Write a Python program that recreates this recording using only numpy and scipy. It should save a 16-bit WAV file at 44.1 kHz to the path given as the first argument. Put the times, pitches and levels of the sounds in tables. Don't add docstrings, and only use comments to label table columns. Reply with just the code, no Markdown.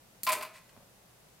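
import sys
import numpy as np
from scipy import signal
from scipy.fft import rfft, irfft
from scipy.io import wavfile
from scipy.ndimage import uniform_filter1d

SR = 44100
rng = np.random.default_rng(int(sys.argv[2]) if len(sys.argv) > 2 else 0)


def master_out(mix):
    frames = np.transpose(np.atleast_2d(mix))
    ceiling = np.clip(frames, -1, 1)
    pcm = np.round(ceiling * 32767).astype(np.int16)
    wavfile.write(sys.argv[1], SR, pcm)


N = 61740


def amp(db):
    return 10 ** (np.asarray(db) / 20)


def unit(x):
    return x / np.sqrt(np.mean(x ** 2) + 1e-20)


def read(points, hz):
    point_hz, value = np.transpose(points)
    return np.interp(np.log(hz + 1), np.log(point_hz + 1), value)


def add(mix, start_s, sound):
    part = mix[:, round(start_s * SR):][:, :sound.shape[-1]]
    part += sound[..., :part.shape[1]]


def panned(pan_db):
    return amp(np.array([[.5], [-.5]]) * pan_db)


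def noise(likeness, size):
    shared, opposed = rfft(rng.standard_normal((2, size)))
    alike = np.clip(read(likeness, np.fft.rfftfreq(size, 1 / SR)), -1, 1)
    mid = shared * np.sqrt((1 + alike) / 2)
    side = opposed * np.sqrt((1 - alike) / 2)
    return irfft(np.array([mid + side, mid - side]), size)


def colour(x, points, tilt_db=0, size=4096):
    hz = abs(np.fft.fftfreq(size, 1 / SR))
    octaves = np.log2(np.maximum(hz, 2000) / 2000)
    gain = unit(amp(read(points, hz) + tilt_db * octaves))
    spectrum = np.exp(np.conj(signal.hilbert(np.log(gain))))
    response = np.fft.ifft(spectrum).real[:size // 2]
    return signal.fftconvolve(x, response[None], axes=1)[:, :x.shape[1]]


CRACK_S = 0.00052


def burst(decay_s, crack_db, likeness, size=4096):
    t = np.arange(size) / SR
    shape = np.exp(-t / decay_s) + amp(crack_db) * np.exp(-t / CRACK_S)
    return unit(noise(likeness, size) * shape) / np.sqrt(size)


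# pitch_hz, fall_time_s
ROOM_FALL_TIMES = [(150, 0.32), (600, 0.56), (2200, 0.43), (6000, 0.29), (15000, 0.27)]
# pitch_hz, correlation (no unit)
ROOM_LIKENESS = [(100, 1), (300, 1), (900, 1), (3000, 0.97), (6500, 0.98), (15000, 0.61)]
ROOM_DB, ROOM_GAP_S = -7, 0.0048


def room(x):
    hz, t, spectrum = signal.stft(noise(ROOM_LIKENESS, size=32768), SR, nperseg=256)
    decay = amp(-60 * t / read(ROOM_FALL_TIMES, hz)[:, None])
    tail = signal.istft(spectrum * decay, SR, nperseg=256)[1]
    tail = tail * np.minimum(np.arange(tail.shape[1]) / SR / ROOM_GAP_S, 1) ** 2
    tail = unit(tail) / np.sqrt(tail.shape[1])
    return signal.fftconvolve(x, tail, axes=1)[:, :N]


def rubs(rows, points, likeness, grain_db):
    t = np.arange(N) / SR
    stroke = np.zeros(N)
    for start_s, length_s, level_db in rows:
        across = 2 * (t - start_s) / length_s - 1
        stroke += amp(level_db) * np.sqrt(np.maximum(1 - across ** 2, 0))
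    grains = amp(grain_db * unit(uniform_filter1d(rng.standard_normal(N), size=60)))
    out = colour(stroke * unit(grains * noise(likeness, N)), points)
    return out + amp(ROOM_DB) * room(out)


# pitch_hz, correlation (no unit)
FLOOR_LIKENESS = [(25, 0.59), (60, 0.88), (120, 0.89), (200, 0.83), (380, 0.087), (700, 0.64), (1300, 0.1),
                  (3000, 0.028), (15000, 0)]
# pitch_hz, relative_level_db
HISS_COLOUR = [(20, -17.5), (53, -9), (86, -12), (125, -9.5), (175, -6.5), (300, -13), (530, -10.5),
               (900, -15), (1500, -18), (4000, -21.5), (14000, -23.5), (16000, -29.5)]
HUM_HZ, HUM_DB, HISS_DB, FLOOR_PAN_DB = 119.8, -73.5, -60.5, .5


def floor():
    hum = amp(HUM_DB) * unit(np.sin(2 * np.pi * HUM_HZ * np.arange(N) / SR))
    hiss_gain = amp(read(HISS_COLOUR, np.fft.rfftfreq(N, 1 / SR)))
    hiss = irfft(rfft(noise(FLOOR_LIKENESS, N)) * hiss_gain, N)
    return panned(FLOOR_PAN_DB) * (amp(HISS_DB) * unit(hiss) + hum)


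# start_s, length_s, level_db
HANDLING = [(0.71, 0.13, -61.5), (1.08, 0.18, -76.5), (1.22, 0.082, -72)]
# pitch_hz, relative_level_db
HANDLING_COLOUR = [(60, -19), (170, 11), (330, -10.5), (580, 3), (1000, -8), (2500, -16), (8000, -33)]
# pitch_hz, correlation (no unit)
HANDLING_LIKENESS = [(100, 0.69), (600, 1), (2000, 0.49), (8000, 0.12)]


def handling():
    return rubs(HANDLING, HANDLING_COLOUR, HANDLING_LIKENESS, grain_db=5)


# pitch_hz, correlation (no unit)
NEAR_LIKENESS = [(100, 1), (300, 1), (700, 0.92), (1400, 1), (3100, 0.96), (6800, 0.76), (9000, 0.24),
                 (15000, 0.42)]
# start_s, length_s, level_db
SHUFFLES = [(0.312, 0.068, -51), (0.36, 0.099, -59.5)]
# pitch_hz, relative_level_db
SHUFFLE_COLOUR = [(60, -36), (170, -5.5), (300, -3.5), (450, 3), (600, -6.5), (1200, -16), (4000, -42)]


def shuffle():
    return rubs(SHUFFLES, SHUFFLE_COLOUR, NEAR_LIKENESS, grain_db=3.5)


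# pitch_hz, relative_level_db, time_to_fall_60_db_s
PAN_MODES = [(616.8, -8, 0.25), (641.5, -11, 0.22), (858.4, -17, 0.21), (905, -12, .2), (1043, -17, 0.18),
             (1058.6, -6, 0.21), (1281, -6, 0.083), (1942, -9, 0.17), (2014, -11, 0.13), (2070, -10, 0.09),
             (2337, -19, 0.18), (2495, -2, 0.093), (3066, -16.5, 0.2), (4560, -13, 0.11)]


def pan_ring():
    t = np.arange(SR // 2) / SR
    ring = np.zeros(len(t))
    for pitch_hz, level_db, fall_s in PAN_MODES:
        tone = np.sin(2 * np.pi * (pitch_hz * t + rng.random()))
        ring += amp(level_db) * np.exp(-np.log(1000) * t / fall_s) * tone
    return ring


# start_s, length_s, level_db
SLIDES = [(0.532, 0.064, -55.5), (0.688, 0.015, -60.5)]
# pitch_hz, relative_level_db
SLIDE_COLOUR = [(200, -6.5), (650, -17), (850, -16), (1040, -1), (1300, -3), (1700, 2), (2250, 2),
                (3000, -2.5), (3900, -4.5), (4600, -3.5), (5800, -8.5), (8500, -4), (15000, -16.5)]
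SLIDE_RING_DB = -10


def slides():
    rub = rubs(SLIDES, SLIDE_COLOUR, NEAR_LIKENESS, grain_db=2)
    ring = pan_ring()
    ringing = signal.fftconvolve(rub.mean(0), ring / np.linalg.norm(ring))[:N]
    return rub + amp(SLIDE_RING_DB) * ringing


# start_s, level_db, starting_pitch_hz, swell_time_s
NOTES = [(0.2649, -23, 1052, .022), (0.3080, -39.5, 623, 0.014), (0.3450, -34.5, 1026, 0.0088),
         (0.3500, -43, 624.5, 0.021), (0.3850, -49.5, 420, .016), (0.4240, -36, 1062, 0.0096),
         (0.4460, -46, 1034, 0.011)]
NOTE_SAG_PER_S = 0.86
NOTE_SHAPE, NOTE_FLUTTER_DB, NOTE_ROOM_DB = 2.14, 1.5, -16


def notes():
    out = np.zeros((2, N))
    t = np.arange(SR // 4) / SR
    for start_s, level_db, pitch_hz, swell_s in NOTES:
        swell = (t / swell_s * np.exp(1 - t / swell_s)) ** NOTE_SHAPE
        wander = uniform_filter1d(rng.standard_normal(len(t)), size=200)
        flutter = unit(uniform_filter1d(wander, size=150))
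        sagging_hz = pitch_hz * (1 - NOTE_SAG_PER_S * t)
        tone = np.sin(2 * np.pi * np.cumsum(sagging_hz) / SR)
        add(out, start_s, amp(level_db + NOTE_FLUTTER_DB * flutter) * swell * tone)
    return out + amp(NOTE_ROOM_DB) * room(out)


# start_s, level_db, treble_tilt_db_per_octave, left_over_right_db
SPARKS = [(0.234, -11, 1, 7), (0.2379, -17, 5, -17)]
# pitch_hz, relative_level_db
SPARK_COLOUR = [(40, -26), (200, -5), (600, -15), (2200, -11.5), (3300, -10), (4500, -2.5), (5600, -8.5),
                (7300, -2), (10000, -4), (12300, 2), (16000, -6)]
# delay_s, level_against_the_snap_db
SPARK_ECHOES = [(.0009, -10), (0.01, -12), (.0152, -6)]
# pitch_hz, correlation (no unit)
SPARK_LIKENESS = [(200, 0.32), (3000, 0.34), (7000, 0.4), (15000, .3)]
SPARK_FIZZ_DB, SPARK_FIZZ_S, SPARK_ROOM_DB = -4, 0.0045, -4.5
SPARK_BOUNCE_S, SPARK_BOUNCE_DB = .00043, -9.5


def sparks():
    out = np.zeros((2, N))
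    for start_s, level_db, tilt_db, pan_db in SPARKS:
        snap = amp(SPARK_FIZZ_DB) * burst(SPARK_FIZZ_S, crack_db=-3, likeness=SPARK_LIKENESS)
        add(snap, 0, np.ones(1))
        add(snap, SPARK_BOUNCE_S, amp(SPARK_BOUNCE_DB) * np.ones(1))
        for delay_s, echo_db in SPARK_ECHOES:
            echo = burst(delay_s * 0.12, crack_db=-38, likeness=SPARK_LIKENESS)
            add(snap, delay_s, amp(echo_db) * echo)
        add(out, start_s, amp(level_db) * panned(pan_db) * colour(snap, SPARK_COLOUR, tilt_db))
    return out + amp(SPARK_ROOM_DB) * room(out)


# start_s, dull_clack_db, bright_tick_db, pan_ring_db,
# left_over_right_db (of clack and tick)
TAPS = [(0.2672, -4, -19, -53, 1.5), (0.2742, -4.5, -43, -41, 1), (0.2902, -7, -8.5, -41.5, 3),
        (0.2962, -9, -14, -37, -5), (0.3045, -10, -18, -34.5, -0.5), (0.3200, -13, -7.5, -40.5, 1),
        (0.3246, -11.5, -6, -35, 0), (0.3305, -7.5, -6.5, -39, -2), (0.3360, -13, -10.5, -60, 3),
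        (0.3445, -42, -21, -53.5, -5), (0.3515, -19.5, -31, -46.5, -3), (0.3795, -25, -54, -48.5, 0),
        (0.3862, -33, -24, -65, 2), (0.4098, -15.5, -27, -43, -1), (0.4247, -15, -19, -49.5, 1),
        (0.4298, -19.5, -19, -82, -1), (0.4500, -21, -32, -56.5, 2)]
# pitch_hz, relative_level_db
CLACK_COLOUR = [(60, -45), (200, -11.5), (450, -15.5), (850, 0), (1400, -0.5), (1750, -4.5), (2400, 3.5),
                (3100, -3.5), (3800, -7), (4700, -5.5), (6200, -14.5), (15000, -13.5)]
# pitch_hz, relative_level_db
TICK_COLOUR = [(300, -18.5), (2000, -15), (4700, -5.5), (6300, -6), (8700, 4.5), (9800, 0.5), (11800, 2.5),
               (14000, -3), (16000, -13.5)]
CLACK_DECAY_S, TICK_DECAY_S, CRACK_DB = 0.012, 0.0067, -12


def taps():
    out = np.zeros((2, N))
    for start_s, clack_db, tick_db, ring_db, pan_db in TAPS:
        clack = colour(burst(CLACK_DECAY_S, CRACK_DB, NEAR_LIKENESS), CLACK_COLOUR)
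        tick = colour(burst(TICK_DECAY_S, CRACK_DB, NEAR_LIKENESS), TICK_COLOUR)
        add(out, start_s, panned(pan_db) * (amp(clack_db) * clack + amp(tick_db) * tick))
        add(out, start_s, amp(ring_db) * pan_ring())
    return out + amp(ROOM_DB) * room(out)


def scene():
    return floor() + handling() + shuffle() + slides() + notes() + sparks() + taps()


CUTOFF_HZ = 15900


def record(dry):
    low_pass = signal.firwin(401, CUTOFF_HZ, window=("kaiser", 9), fs=SR)
    return signal.oaconvolve(dry, low_pass[None], "same")


dry = scene()
out = record(dry)
master_out(out)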